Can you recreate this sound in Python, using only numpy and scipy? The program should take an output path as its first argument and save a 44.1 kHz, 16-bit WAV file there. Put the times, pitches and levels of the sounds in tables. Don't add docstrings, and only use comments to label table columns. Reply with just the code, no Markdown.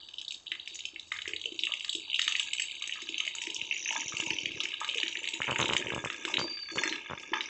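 import sys
import numpy as np
from scipy import signal
from scipy.fft import rfft, irfft
from scipy.io import wavfile
from scipy.ndimage import uniform_filter1d

SR = 44100
rng = np.random.default_rng(int(sys.argv[2]) if len(sys.argv) > 2 else 0)


def store_wav(level_fs):
    pcm = np.round(np.clip(np.atleast_2d(level_fs), -1, 1) * 32767)
    wavfile.write(sys.argv[1], SR, pcm.T.astype(np.int16))


N = 330292
TIME = np.arange(N) / SR

# (time [s], relative level [dB])
RAIN_LEVEL = [(0.0, -39), (0.16, -54), (0.31, -62), (0.73, -39), (0.96, -52), (1.11, -49), (1.31, -51),
              (1.4, -46), (2.13, -35), (2.27, -31), (2.9, -36.5), (4.07, -35), (4.9, -37), (5.09, -36.5),
              (5.25, -37), (5.59, -37), (5.74, -48), (6.01, -46), (6.32, -38.5), (6.53, -41.5), (6.74, -47),
              (6.92, -36.5), (7.2, -43), (7.49, -39)]
RAIN_HZ, RAIN_SAG_HZ_PER_S = 3298, 96
# (time [s], relative level [dB])
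SPRAY_LEVEL = [(0.0, -71.5), (0.31, -64.5), (0.58, -65), (0.77, -54.5), (0.98, -67.5), (1.15, -55),
               (1.79, -53.5), (1.96, -45), (2.06, -64), (2.23, -41), (2.56, -45), (2.61, -47), (2.71, -51),
               (3.23, -53), (3.38, -70.5), (3.42, -41.5), (3.52, -55.5), (3.54, -50), (3.67, -48),
               (3.84, -32.5), (4.42, -41), (4.53, -56.5), (4.61, -40), (4.75, -67), (5.01, -44),
               (5.57, -49), (5.59, -31.5), (5.7, -49.5), (5.78, -38), (5.84, -51), (6.28, -49),
               (6.38, -42.5), (6.63, -64), (6.84, -33), (7.03, -60), (7.49, -43)]
# (time [s], frequency [Hz])
SPRAY_PITCH = [(0, 6900), (0.7, 6860), (1.5, 7470), (2.3, 7350), (2.7, 8040), (2.95, 6350), (3.2, 6670),
               (3.5, 7200), (3.7, 6130), (4.05, 6100), (4.2, 6560), (4.4, 5640), (5.0, 6700), (5.8, 7300),
               (6.5, 6350), (6.85, 6380), (7.49, 5300)]
# (centre [Hz], width [Hz], relative level [dB])
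TICK_BANDS = [(4548, 310, 1), (5202, 530, -1.5), (6370, 280, -4), (6792, 200, -4.5), (7660, 270, -5)]
SPRAY_REACH_HZ = 1550
# (time [s], relative level [dB], centre [Hz], width [Hz], spray relative to the smack [dB])
DROPS = [(0.088, -27.5, 3220, 1130, -29), (0.14, -27.5, 3000, 820, -42), (0.1844, -20.5, 3270, 790.0, -34),
         (0.194, -26.5, 3250, 1020, -32), (0.2146, -23.5, 3220, 1000, -13.5),
         (0.249, -25.5, 3540, 1120, -24), (0.2814, -21, 3670, 679, -21.5), (0.3083, -19, 3240, 1360.0, -19),
         (0.322, -23, 2910, 1140, -10), (0.345, -24.5, 3530, 1000, -14), (0.4687, -24, 3280, 1000, -39),
         (0.479, -25.5, 3310, 1150, -38), (0.5185, -11, 2760, 1870, -31), (0.598, -23.5, 3160, 810, -43),
         (0.6759, -18, 2800, 1610.0, -23), (0.791, -23.5, 2940, 1900, -12), (0.806, -23, 3270, 1170, -24),
         (0.8537, -16, 2980, 1230, -17), (0.9613, -22, 2474, 940, -47), (0.9968, -24, 3720, 760, -19),
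         (1.1209, -14.5, 2600, 2780, -23), (1.1403, -29, 2320, 1500, -12.5),
         (1.169, -27.5, 3120, 2670, -13), (1.1893, -17, 2720, 2380, -33),
         (1.2189, -21, 3320, 1370.0, -17.5), (1.2572, -31, 2110, 1150, -44),
         (1.278, -15.5, 2740, 1480.0, -16), (1.293, -24, 2570, 1360, -28), (1.3356, -14, 2500, 1120, -39),
         (1.3632, -17, 3440, 1370.0, -28.5), (1.4151, -21.5, 3266, 900, -19.5), (1.44, -23, 3050, 830, -42),
         (1.4578, -16.5, 2950, 690.0, -18.5), (1.522, -25, 3230, 1260, -36),
         (1.5916, -14.5, 3120, 1270.0, -33), (1.6361, -8.5, 3250, 980, -27),
         (1.6518, -17.5, 3120, 1050.0, -17.5), (1.6697, -16.5, 2690, 690.0, -57),
         (1.7211, -16, 3080, 690.0, -44), (1.7382, -12.5, 2620, 1160, -24.5),
         (1.808, -19.5, 2940, 930, -30), (1.8472, -17.5, 3270, 1690.0, -18),
         (1.8947, -12, 3400, 690.0, -20), (1.9301, -17.5, 3230, 924, -13),
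         (1.951, -16.5, 3100, 930.0, -13.5), (2.1002, -18, 3000, 1200, -37), (2.117, -19, 3260, 1460, -41),
         (2.1314, -15, 2830, 1060.0, -57), (2.1445, -11, 2920, 695, -32), (2.1594, -16, 3070, 1220.0, -20),
         (2.1935, -6.5, 2580, 1690, -22), (2.2169, -12, 3350, 1320.0, -12), (2.2427, -22, 3140, 1580.0, -9),
         (2.2788, -5.5, 2850, 2440, -27), (2.2805, -10.5, 3100, 2450, -18),
         (2.3229, -13, 2920, 1130.0, -16), (2.3532, -8, 2520, 1400.0, -47), (2.364, -21, 3360, 1820, -9.5),
         (2.3968, -8, 2980, 1480, -17.5), (2.44, -27, 3114, 1670, -34), (2.5332, -13, 2800, 1200, -14),
         (2.584, -18.5, 2770, 1033, -30), (2.5978, -11, 2640, 1450.0, -11.5),
         (2.6201, -17.5, 2750, 790.0, -5.5), (2.8227, -17, 3020, 1630, -17), (2.8406, -19, 2705, 1017, -26),
         (2.8953, -19, 2310, 970.0, -38), (2.9244, -18, 2770, 960.0, -50), (2.936, -20, 2770, 1270, -16),
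         (3.09, -17, 3020, 1180, -15), (3.144, -15.5, 3000, 1560, -47), (3.1544, -22, 2920, 1190, -37),
         (3.181, -15.5, 2960, 1260, -15), (3.2028, -10.5, 2670, 1230, -23.5), (3.251, -19, 2970, 1840, -18),
         (3.2774, -13, 2540, 1350, -25.5), (3.385, -19.5, 2700, 1130, -35), (3.418, -17.5, 2670, 1510, -18),
         (3.4707, -17, 2720, 1300, -18.5), (3.502, -18.5, 2960, 1020, -15), (3.514, -33, 3070, 1110, -23),
         (3.5645, -18.5, 3000, 980.0, -15), (3.6153, -14.5, 2930, 1110, -29.5),
         (3.712, -11.5, 2580, 686, -48), (3.726, -15.5, 2700, 690.0, -38),
         (3.7661, -17.5, 2564, 890.0, -25), (3.8595, -16.5, 2470, 690.0, -40),
         (3.8898, -15.5, 2720, 850.0, -37), (3.9071, -13, 2700, 1120, -39),
         (3.9266, -17.5, 2350, 2050, -18), (4.002, -18.5, 2650, 1470, -17), (4.018, -18.5, 2460, 1200, -26),
         (4.09, -22, 2960, 1750, -26), (4.1692, -16, 2714, 1000.0, -13.5), (4.2021, -13, 2750, 1015, -19),
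         (4.2234, -31, 2650, 1280.0, -14), (4.236, -20, 2680, 1100, -21), (4.2659, -18, 2720, 960.0, -22),
         (4.3056, -11.5, 2700, 870, -21), (4.334, -17.5, 2900, 1330, -21), (4.3676, -26, 2760, 1370, -27),
         (4.3867, -15.5, 2800, 850.0, -20), (4.458, -10.5, 2570, 1310, -23),
         (4.6041, -11, 3010, 1170.0, -23), (4.6352, -20.5, 2570, 1320.0, -8.5),
         (4.6549, -14.5, 2620, 1140.0, -25), (4.687, -22, 2800, 1200, -16), (4.719, -19, 2800, 1570, -26),
         (4.8461, -13.5, 2580, 3060, -20.5), (4.8901, -12.5, 3000, 1310.0, -34),
         (4.8974, -14.5, 2950, 1300, -26), (4.913, -21, 2780, 950, -30), (4.9467, -16, 2700, 700.0, -17.5),
         (4.9735, -18, 2850, 1200, -18), (4.9831, -10.5, 2990, 1490, -27), (5.0008, -15, 3117, 1950.0, -40),
         (5.013, -20, 2810, 990, -31), (5.0316, -9.5, 2520, 1430.0, -22.5), (5.063, -16, 2780, 1640.0, -39),
         (5.0808, -14, 2980, 1520.0, -21), (5.09, -29, 2850, 1430, -23), (5.154, -16.5, 2470, 1070, -32),
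         (5.1715, -15.5, 2940, 2000, -45), (5.2424, -14.5, 2740, 1690, -31), (5.254, -21, 2920, 1920, -24),
         (5.275, -14, 2650, 1700, -33), (5.2876, -14.5, 2900, 1670.0, -17), (5.3381, -14, 3060, 1600, -18),
         (5.4184, -10.5, 2100, 1530, -28), (5.431, -19.5, 2790, 1700, -33),
         (5.4431, -17, 2480, 1110.0, -28.5), (5.47, -17, 2600, 990, -34),
         (5.4807, -14.5, 2010, 2010.0, -42), (5.5099, -16, 2630, 840.0, -15.5),
         (5.528, -18.5, 2520, 1110, -34), (5.56, -10, 2210, 1670.0, -28), (5.5861, -15, 2600, 1690.0, -26),
         (5.601, -10, 2610, 1890, -21.5), (5.615, -13, 3020, 1620, -40), (5.6276, -10, 2880, 1700, -33),
         (5.6471, -27, 3020, 1530, -12), (5.6815, -19, 3400, 1100, -14), (5.6898, -22, 2740, 1400, -32),
         (5.6577, -10.5, 2930, 1890, -25), (5.6987, -12.5, 2550, 1140, -33), (5.7256, -18, 3050, 1300, -19),
         (5.7342, -10.5, 2600, 1560.0, -17.5), (5.7665, -4.5, 2620, 2030.0, -22),
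         (5.7833, -24, 2850, 1900.0, -35), (5.825, -16.5, 2360, 1310, -40), (5.87, -16, 2480, 1240, -37),
         (5.884, -19, 2440, 1650, -30), (5.9039, -13.5, 2300, 1570, -32), (5.927, -25, 2930, 1810, -35),
         (5.947, -19.5, 2680, 730, -15.5), (6.0488, -16, 2420, 1460, -20), (6.1015, -12, 2430, 2550, -36),
         (6.2514, -10.5, 2582, 2560, -23), (6.3403, -9.5, 3030, 1840, -25),
         (6.3704, -7.5, 2770, 1990, -35.5), (6.3921, -12.5, 3020, 2770, -18),
         (6.7595, -24, 2440, 3500, -9.5), (6.7815, -13.5, 2455, 1500.0, -35),
         (6.8364, -11.5, 2170, 1550.0, -17), (6.8577, -30.5, 2600, 2700, -30),
         (6.895, -17, 3520, 1970, -21), (6.9262, -12.5, 2490, 1960, -28), (7.3365, -9.5, 2060, 2570, -30.5),
         (7.4079, -11, 2800, 2280.0, -26)]
# (typical delay [s], mean level relative to the smack [dB])
REBOUNDS = [(.0013, -8), (.0022, -6.5), (.0039, -10.5)]
LESSER_DB, LESSER_SPREAD_DB, LESSER_WIDTH_HZ, LESSER_SPRAY_DB = 13, 1, 900, -15
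# (time [s], relative level [dB], centre [Hz], width [Hz])
SPATTERS = [(0.182, -54, 4870, 1800), (0.282, -53, 4740, 1700), (0.324, -65, 6700, 1500),
            (0.677, -58, 4870, 1400), (0.745, -46.5, 6450, 1100), (1.276, -53, 6200, 1880),
            (1.591, -47, 4950, 1500), (2.6, -64, 6840, 1410), (3.18, -54, 6400, 1090),
            (3.414, -47, 6800, 1590), (3.543, -42.5, 6100, 1460), (3.914, -51, 6540, 1090),
            (4.633, -58, 6150, 2200), (6.045, -54, 7100, 1400), (6.276, -53.5, 5500, 1800),
            (6.305, -51, 5850, 1800), (6.713, -56, 6350, 1313), (6.794, -58, 6630, 1100),
            (7.212, -62, 6360, 1800), (7.425, -51, 5140, 1500)]
# (time [s], relative level [dB], pitch [Hz])
PLOPS = [(0.519, -55.5, 323), (0.52, -38.5, 1900), (0.72, -58, 352), (0.938, -52.5, 335),
         (1.119, -30.5, 1934), (1.121, -44, 1150), (1.187, -42, 1830), (1.257, -35.5, 1830),
         (1.28, -41, 382), (1.338, -44, 370), (1.458, -45, 438), (1.459, -58, 604), (1.524, -40.5, 336),
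         (1.629, -50.5, 328), (1.675, -48.5, 1280), (1.694, -48, 1120), (1.695, -55, 587),
         (1.714, -46.5, 1150), (1.847, -42, 1720), (1.848, -54, 1140), (1.955, -40.5, 334),
         (2.079, -56, 900), (2.194, -34, 1830), (2.269, -58, 346), (2.281, -35, 1375), (2.28, -52.5, 894),
         (2.82, -49.5, 1217), (2.958, -40, 1620), (2.985, -49, 1300), (3.028, -46.5, 343),
         (3.098, -42, 335), (3.21, -44.5, 1320), (3.27, -54, 644), (3.478, -40, 340), (3.911, -38, 857),
         (3.958, -32.5, 920), (3.988, -47, 290), (4.124, -36, 1357), (4.231, -40, 323), (4.31, -38.5, 330),
         (4.433, -46.5, 333), (4.498, -46.5, 325), (4.562, -44, 350), (4.606, -42, 1330), (4.642, -44, 350),
         (4.815, -31.5, 1180), (4.817, -38.5, 894), (4.89, -50.5, 510), (4.959, -40, 438),
         (5.0, -47.5, 900), (5.039, -39.5, 326), (5.183, -49, 358), (5.219, -51, 496), (5.26, -58, 1270),
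         (5.342, -45, 330), (5.888, -34.5, 370), (6.194, -46.5, 340), (6.255, -35.5, 344),
         (6.28, -37, 1060), (6.30, -41.5, 800), (6.318, -52.5, 560), (6.343, -39, 322), (6.443, -39.5, 980),
         (6.444, -42, 320), (6.446, -45, 606), (6.721, -43.5, 334), (6.791, -41, 319), (6.819, -38.5, 925),
         (6.836, -25, 1790), (6.838, -48, 560), (6.858, -36, 333), (6.915, -35.5, 332), (7.321, -34, 340),
         (7.334, -27.5, 983), (7.336, -22.5, 1582), (7.391, -48, 327)]
# (time [s], level [dB])
HUM_LEVEL = [(.5, -88), (.9, -78), (1.35, -66), (1.7, -86.5), (2.25, -72), (2.65, -83), (3.0, -92)]
# (time [s], level [dB])
GURGLE_LEVEL = [(0.0, -73.5), (1.23, -72.5), (1.46, -69), (1.75, -73.5), (3.35, -68), (3.6, -60.5),
                (3.8, -64), (4.1, -59), (4.3, -56), (4.58, -56), (4.75, -65.5), (5.49, -58), (5.63, -41),
                (5.74, -42.5), (6.15, -56), (6.3, -54), (6.45, -43.5), (6.6, -70), (6.69, -70), (6.77, -40),
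                (6.92, -60), (7.05, -63), (7.2, -59.5), (7.49, -59)]
# (time [s], level [dB])
SPLASH_LEVEL = [(0.0, -70.5), (2.11, -83), (2.4, -50), (2.65, -67), (3.11, -59), (3.55, -72), (3.85, -64),
                (3.97, -43.5), (4.1, -68), (4.23, -47), (4.33, -74), (4.57, -57.5), (4.84, -49),
                (5.36, -62.5), (5.59, -47), (5.9, -46), (6.03, -45), (6.63, -54), (6.8, -37), (7.05, -48.5),
                (7.49, -52.5)]
# (time [s], level [dB])
BUBBLING_LEVEL = [(0, -92), (2.1, -83), (2.4, -64), (2.8, -78), (3.3, -70), (3.42, -58), (3.7, -64),
                  (3.8, -76), (3.95, -48.5), (4.1, -71), (4.31, -48), (4.48, -78), (4.66, -60),
                  (4.76, -75.5), (5.35, -61), (5.6, -45.5), (6.18, -67.5), (6.33, -53.5), (6.6, -89),
                  (6.87, -48.5), (7.03, -63.5), (7.49, -67)]
# (time [s], relative level [dB], contact scale [s])
THUDS = [(3.584, -56, .0009), (3.623, -48, 0.00058), (4.060, -46, 0.00051), (4.1404, -40.5, 0.00051),
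         (4.2, -42.5, 0.00023), (4.272, -42.5, 0.00035), (4.311, -41, 0.00056), (4.338, -45, 0.00054),
         (4.435, -44, 0.0009), (4.468, -43, 0.00076), (4.506, -45, 0.0012), (4.547, -42.5, .0011),
         (4.573, -44, 0.00084), (5.4037, -39, 0.000032), (5.4798, -41, .00006), (5.4884, -37.5, .0001),
         (5.4954, -35.5, .00007), (5.5031, -38, .00007), (5.5187, -35, 0.000064), (5.5273, -41, .0001),
         (5.5928, -34.5, 0.00005), (5.6016, -34, 0.000081), (5.6082, -35, .00008), (5.6155, -34, .00006),
         (5.6254, -36, 0.000079), (5.6422, -35, 0.00011), (5.6925, -36, .00007), (5.709, -36, 0.000076),
         (5.723, -40, .00007), (5.735, -35.5, .00008), (5.7510, -36.5, .0001), (5.846, -42, 0.00037),
         (5.8627, -37.5, 0.00033), (5.9216, -40, 0.00013), (5.9369, -34, 0.00028), (5.9629, -34.5, 0.00024),
         (5.9786, -35, 0.00024), (6.0415, -37.5, 0.00013), (6.0588, -37.5, .00007), (6.383, -39, .00005),
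         (6.3963, -36.5, .00008), (6.414, -38.5, .00006), (6.7583, -45, .00005), (6.7736, -38.5, 0.000062),
         (7.0996, -44, .00003), (7.1110, -40.5, .00003), (7.1192, -43, .00003), (7.134, -39, .00003)]
BIRD_HZ, BIRD_HOLD_S, BIRD_FALL_HZ_PER_S2 = 4668, 0.09, 2650
BIRD_START_S, BIRD_LENGTH_S, BIRD_ATTACK_S, BIRD_RELEASE_S = 6.383, .615, .012, .075
BIRD_DB, BIRD_FADE_DB_PER_S = -39.7, 20
# (delay [s], level [dB])
ECHOES = [(.0088, -49), (0.017, -21), (0.0332, -13.5), (.041, -35.5)]
# (frequency [Hz], gain [dB])
SMACK = [(500, -24), (1200, -6.5), (1900, -6.5), (2400, -6.5), (3000, -2.5), (3350, -9), (3880, 1),
         (4200, -9.5), (4600, 1), (5200, -25.5), (8000, -8)]
# (frequency [Hz], gain [dB])
PATTER = [(1000, -50.5), (1750, -42), (2150, 30), (2900, 8), (3300, -6), (3850, 8), (4200, -16), (4600, 11),
          (5200, -29.5), (8000, -25)]
# (frequency [Hz], gain [dB])
SPRAY = [(2350, -37), (4000, -3), (4170, -18.5), (4440, -9.5), (4690, -10.5), (4950, -12.5), (5220, -13.5),
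         (5820, -0.5), (6080, -2.5), (6440, -6.5), (7000, -1.5), (7500, -15), (7930, -15), (8300, -31),
         (10800, -71), (18300, -120)]
# (frequency [Hz], gain [dB])
PUDDLE = [(200, -2.5), (330, -0.5), (430, -2), (600, 6), (760, -5), (930, 5.5), (1060, -2), (1220, 9.5),
          (1450, -13), (1650, 0), (2200, 10)]
# (frequency [Hz], gain [dB])
GURGLE = [(60, -22), (150, -7.5), (250, -1.5), (340, 9.5), (430, -0.5), (560, -1.5), (720, -10.5),
          (1400, -52)]
# (frequency [Hz], gain [dB])
SPLASH = [(400, -31), (700, -22.5), (930, -7), (1100, 1), (1270, 10.5), (1450, -26.5), (1630, 19),
          (1900, 0), (2200, 11), (2500, 10), (3150, -14.5), (3530, 18.5), (3900, -36), (4500, -59)]
# (frequency [Hz], gain [dB])
COVER = [(40, -22.5), (75, 2.5), (125, 8.5), (190, 5.5), (330, 1.5), (550, 7), (730, -2), (920, 8),
         (1300, 5.5), (1800, -1), (3000, -23), (7000, -47.5)]
# (frequency [Hz], gain [dB])
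AIR = [(20, -8.5), (50, -7), (90, -2.5), (150, -7.5), (400, -12.5), (900, -7.5), (2000, -17.5), (8000, -33)]


def undb(db):
    return 10 ** (np.asarray(db) / 20)


def curves(table):
    s, *columns = np.transpose(table)
    return [np.interp(TIME, s, c) for c in columns]


def add(out, s, sound):
    i = int(np.clip(s * SR, 0, N - 1))
    out[i:i + len(sound)] += sound[:N - i]


def colour(x, points, size=4096):
    hz, db = np.transpose(points)
    grid = np.maximum(np.fft.rfftfreq(size, 1 / SR), 1)
    gain_db = np.interp(np.log(grid), np.log(hz), db)
    cepstrum = irfft(np.log(undb(gain_db)))
    cepstrum[1:size // 2] *= 2
    cepstrum[size // 2 + 1:] = 0
    response = irfft(np.exp(rfft(cepstrum)))
    return signal.fftconvolve(x, response)[:len(x)]


def steady(x, size=5000):
    return x / np.sqrt(np.maximum(uniform_filter1d(x * x, size), 1e-18))


def walk(rate_hz, size=2000):
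    return 1.2 * np.interp(TIME * rate_hz, np.arange(size), rng.standard_normal(size))


def crackle(rate, spread_db, wash):
    size = undb(spread_db * np.minimum(rng.exponential(size=N), 4))
    hits = (rng.random(N) < rate / SR) * size * rng.choice([-1, 1], N)
    return hits / np.std(hits) + wash * rng.standard_normal(N)


def hiss(hz, width_hz):
    band = signal.butter(2, [hz - width_hz / 2, hz + width_hz / 2], "band", fs=SR, output="sos")
    x = signal.sosfilt(band, crackle(rate=790, spread_db=6.0, wash=0.87))
    return x / np.std(x)


def tail(x, t60):
    t = TIME[:SR // 2]
    decay = np.exp(-np.log(1000) * t / t60)
    response = rng.standard_normal(len(t)) * decay * (1 - np.exp(-t / 0.0012))
    return signal.fftconvolve(x, response / np.linalg.norm(response))[:N]


def yard(x, tail_db, t60):
    echoes = sum(undb(db) * np.interp(TIME - lag, TIME, x, left=0) for lag, db in ECHOES)
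    return x + echoes + undb(tail_db) * tail(x, t60)


def air():
    return undb(-69) * steady(colour(rng.standard_normal(N), AIR))


def rain_hz(s):
    return RAIN_HZ - RAIN_SAG_HZ_PER_S * s


def smack(hz, width_hz, phase, swell_s, count=4):
    half = int(count * swell_s * SR / 2)
    t = np.arange(-half, half) / SR
    envelope = np.sinc(width_hz * t) * np.exp(-(t / swell_s) ** 2)
    return envelope * np.cos(2 * np.pi * (hz * t + phase)), -t[0]


def patter(centre_hz, spread_db, scatter, width_hz, swell_s, ring_db, count):
    out = np.zeros(N)
    for when, phase, chance, pitch, soft in rng.random((count, 5)):
        i = int(when * N)
        size = undb(-spread_db * np.log(chance + 0.11))
        longer = undb(ring_db * (2 * soft - 1))
        hz = centre_hz[i] * (1 + scatter * (2 * pitch - 1))
        hit, rise = smack(hz, width_hz / longer, phase, swell_s * longer)
        add(out, i / SR - rise, size * hit / np.sqrt(longer))
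    return steady(colour(out, PATTER))


def stream(gap_s, uneven, spread_db, scatter, burst_s, width_hz, swell_s, count=600, size=6):
    pats, ticks, centre_hz = np.zeros(N), np.zeros(N), curves(SPRAY_PITCH)[0]
    late, louder = rng.standard_normal((count, 2)).T
    landings = np.cumsum(gap_s * np.exp(uneven * late))
    for s, db in zip(landings, spread_db * louder):
        if s > TIME[-1]:
            break
        for k, (lag, pitch, phase) in enumerate(rng.standard_normal((size, 3))):
            layer, hz = (pats, rain_hz(s)) if k < 2 else (ticks, centre_hz[int(s * SR)])
            hit, rise = smack(hz * (1 + scatter * pitch), width_hz, phase, swell_s)
            add(layer, s - rise + burst_s * lag, undb(db) * hit)
    return colour(pats, SMACK), colour(ticks, SPRAY)


def ticking(drive, drift_db, drift_hz):
    out, power, centre_hz = 0, 0, curves(SPRAY_PITCH)[0]
    for hz, width_hz, db in TICK_BANDS:
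        band = signal.butter(1, [hz - width_hz / 2, hz + width_hz / 2], "band", fs=SR, output="sos")
        nearness = 1 / (1 + ((hz - centre_hz) / SPRAY_REACH_HZ) ** 2)
        gain = undb(db + drift_db * walk(drift_hz)) * nearness
        out = out + gain * signal.sosfilt(band, signal.sosfilt(band, drive))
        power = power + gain ** 2
    return out / np.sqrt(power)


def mist(mist_db, follow, flicker_db):
    spray_db = curves(SPRAY_LEVEL)[0]
    db = mist_db + follow * (spray_db - spray_db.mean()) + flicker_db * walk(9.2)
    droplets = ticking(crackle(rate=1500, spread_db=4, wash=.5), drift_db=3, drift_hz=16)
    return undb(db) * steady(droplets)


def lesser_drops(scatter, count):
    s = rng.random(count) * N / SR
    size, pitch, wet = rng.standard_normal((count, 3)).T
    db = np.interp(s, *np.transpose(RAIN_LEVEL)) + LESSER_DB + LESSER_SPREAD_DB * size
    hz = rain_hz(s) * (1 + scatter * pitch)
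    width_hz = LESSER_WIDTH_HZ * np.exp(0.62 * wet)
    return list(zip(s, db, hz, width_hz, LESSER_SPRAY_DB + 5 * wet))


def near_drops(drops, drop_db, spray_db, spray_s, scatter, swell_s, mist_db, mist_s):
    body, fizz = np.zeros(N), np.zeros(N)
    t = TIME[:SR // 20]
    burst = (t / spray_s) ** 2 * np.exp(-2 * t / spray_s + 2) + undb(mist_db) * np.exp(-t / mist_s)
    for s, db, hz, width_hz, wet_db in drops:
        phase, chance = rng.random(4), rng.standard_normal((3, 3))
        hit, rise = smack(hz, width_hz, phase[0], swell_s)
        add(body, s - rise, undb(db + drop_db) * hit)
        for (lag, weaker_db), turn, (a, b, c) in zip(REBOUNDS, phase[1:], chance):
            hit, rise = smack(1.03 * hz * (1 + scatter * a), width_hz, turn, swell_s)
            add(body, s - rise + lag * np.exp(0.31 * b), undb(db + drop_db + weaker_db + 2 * c) * hit)
        add(fizz, s - spray_s, undb(db + wet_db + spray_db) * burst * rng.standard_normal(len(t)))
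    return colour(body, SMACK) + ticking(fizz, drift_db=3.5, drift_hz=11)


def spatters(spatter_db, attack_s, decay_s):
    out, t = np.zeros(N), TIME[:SR // 4]
    envelope = (1 - np.exp(-t / attack_s)) * np.exp(-t / decay_s)
    for s, db, hz, width_hz in SPATTERS:
        add(out, s, undb(db + spatter_db) * envelope * hiss(hz, width_hz)[:len(t)])
    return out


def bubble(hz, cycles, glide, phase):
    age = np.arange(int(5 * cycles * SR / hz)) * hz / (cycles * SR)
    envelope = (age * np.exp(1 - age)) ** 2
    turns = cycles * age * (1 + glide * (age / 2 - 1)) + phase
    return envelope * np.cos(2 * np.pi * turns), cycles / hz


def plops(plop_db, cycles, glide, ring_cycles, scatter, slosh_db, slosh_s, count=7):
    out = np.zeros(N)
    for s, db, hz in PLOPS:
        hit, rise = bubble(hz, cycles, glide, rng.random())
        add(out, s - rise, undb(db + plop_db) * hit)
        for when, pitch, phase in rng.random((count, 3)):
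            hit, rise = bubble(hz * (1 + scatter * (pitch - .5)), ring_cycles, glide, phase)
            add(out, s + 1 / hz + slosh_s * when ** 2, undb(db + slosh_db - 13.0 * when) * hit)
    return colour(out, PUDDLE)


def hum():
    return undb(curves(HUM_LEVEL)[0]) * steady(hiss(hz=86, width_hz=26))


def stirred(level, hits, stir_db, settle_s):
    power, t = undb(curves(level)[0]) ** 2, TIME[:SR // 2]
    envelope = (1 - np.exp(-t / 0.0017)) * np.exp(-t / settle_s)
    for s, db in hits:
        add(power, s, (undb(db + stir_db) * envelope) ** 2)
    return np.sqrt(power)


def gurgle():
    deep = [(s, db) for s, db, hz in PLOPS if hz <= 700]
    knocks = [(s, db) for s, db, contact_s in THUDS]
    grain = steady(colour(crackle(rate=130, spread_db=2.0, wash=0.68), GURGLE))
    return stirred(GURGLE_LEVEL, deep + knocks, stir_db=-21.5, settle_s=0.07) * grain


def splash():
    sharp = [(s, db) for s, db, hz in PLOPS if hz > 700]
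    grain = steady(colour(crackle(rate=300, spread_db=7.5, wash=0.041), SPLASH))
    return stirred(SPLASH_LEVEL, sharp, stir_db=-8.5, settle_s=0.033) * grain


def bubbling():
    return undb(curves(BUBBLING_LEVEL)[0]) * steady(hiss(hz=922.5, width_hz=85))


def cover(thud_db, flap_db, flap_s):
    out, t = np.zeros(N), TIME[:SR // 8]
    for s, db, contact_s in THUDS:
        drive = undb(flap_db) * rng.standard_normal(len(t)) * np.exp(-t / flap_s)
        drive[0] = 1
        push = np.exp(-(t[:SR // 100] / contact_s - np.e) ** 2)
        thud = signal.fftconvolve(drive, push / push.sum())
        add(out, s - np.e * contact_s, undb(db + thud_db) * thud)
    return colour(out, COVER)


def bird(waver_hz, flutter_db, echo_db, echo_s):
    t = np.clip(TIME - BIRD_START_S, 0, BIRD_LENGTH_S)
    envelope = np.minimum(np.minimum(t / BIRD_ATTACK_S, (BIRD_LENGTH_S - t) / BIRD_RELEASE_S), 1)
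    fall_hz = BIRD_FALL_HZ_PER_S2 * np.maximum(t - BIRD_HOLD_S, 0) ** 2
    phase = 2 * np.pi * np.cumsum(BIRD_HZ - fall_hz + waver_hz * walk(150)) / SR
    gain = undb(BIRD_DB - BIRD_FADE_DB_PER_S * t + flutter_db * walk(70))
    call = envelope * gain * np.sqrt(2) * np.sin(phase)
    return call + undb(echo_db) * tail(call, echo_s)


def scene():
    leaves = patter(1.212 * rain_hz(TIME), spread_db=4.5, scatter=0.085, width_hz=1390, swell_s=0.0013,
                    ring_db=4, count=3000)
    pats, ticks = stream(gap_s=.017, uneven=.33, spread_db=4, scatter=.11, burst_s=.0015,
                         width_hz=520, swell_s=.002)
    pats, ticks = (steady(yard(beads, tail_db=-5.5, t60=.26)) for beads in (pats, ticks))
    rain = undb(curves(RAIN_LEVEL)[0]) * (undb(-11) * leaves + undb(-12.5) * pats)
    spray = undb(curves(SPRAY_LEVEL)[0] - 6.5) * ticks
    spray = spray + mist(mist_db=-68.5, follow=0.21, flicker_db=3)
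    spray = spray + spatters(spatter_db=7, attack_s=.001, decay_s=0.019)

    falling = list(DROPS) + lesser_drops(scatter=0.055, count=40)
    drops = near_drops(falling, drop_db=0.36, spray_db=11, spray_s=.0014, scatter=0.12, swell_s=0.0013,
                       mist_db=-5.5, mist_s=0.017)
    drips = plops(plop_db=3, cycles=1.7, glide=.025, ring_cycles=3.5, scatter=.5, slosh_db=-11.5, slosh_s=0.075)
    near = yard(drops, tail_db=-8.5, t60=0.29) + yard(drips, tail_db=-4.5, t60=0.29)

    pool = gurgle() + splash() + bubbling()
    drumming = cover(thud_db=35.5, flap_db=-38, flap_s=0.022)
    whistle = bird(waver_hz=25, flutter_db=2.6, echo_db=-6, echo_s=.25)
    return (air() + hum() + rain + spray + near + pool + drumming + whistle)[None]


def record(dry):
    return signal.sosfilt(signal.ellip(8, .2, 60, 8350, fs=SR, output="sos"), dry)


dry = scene()
out = record(dry)
store_wav(out)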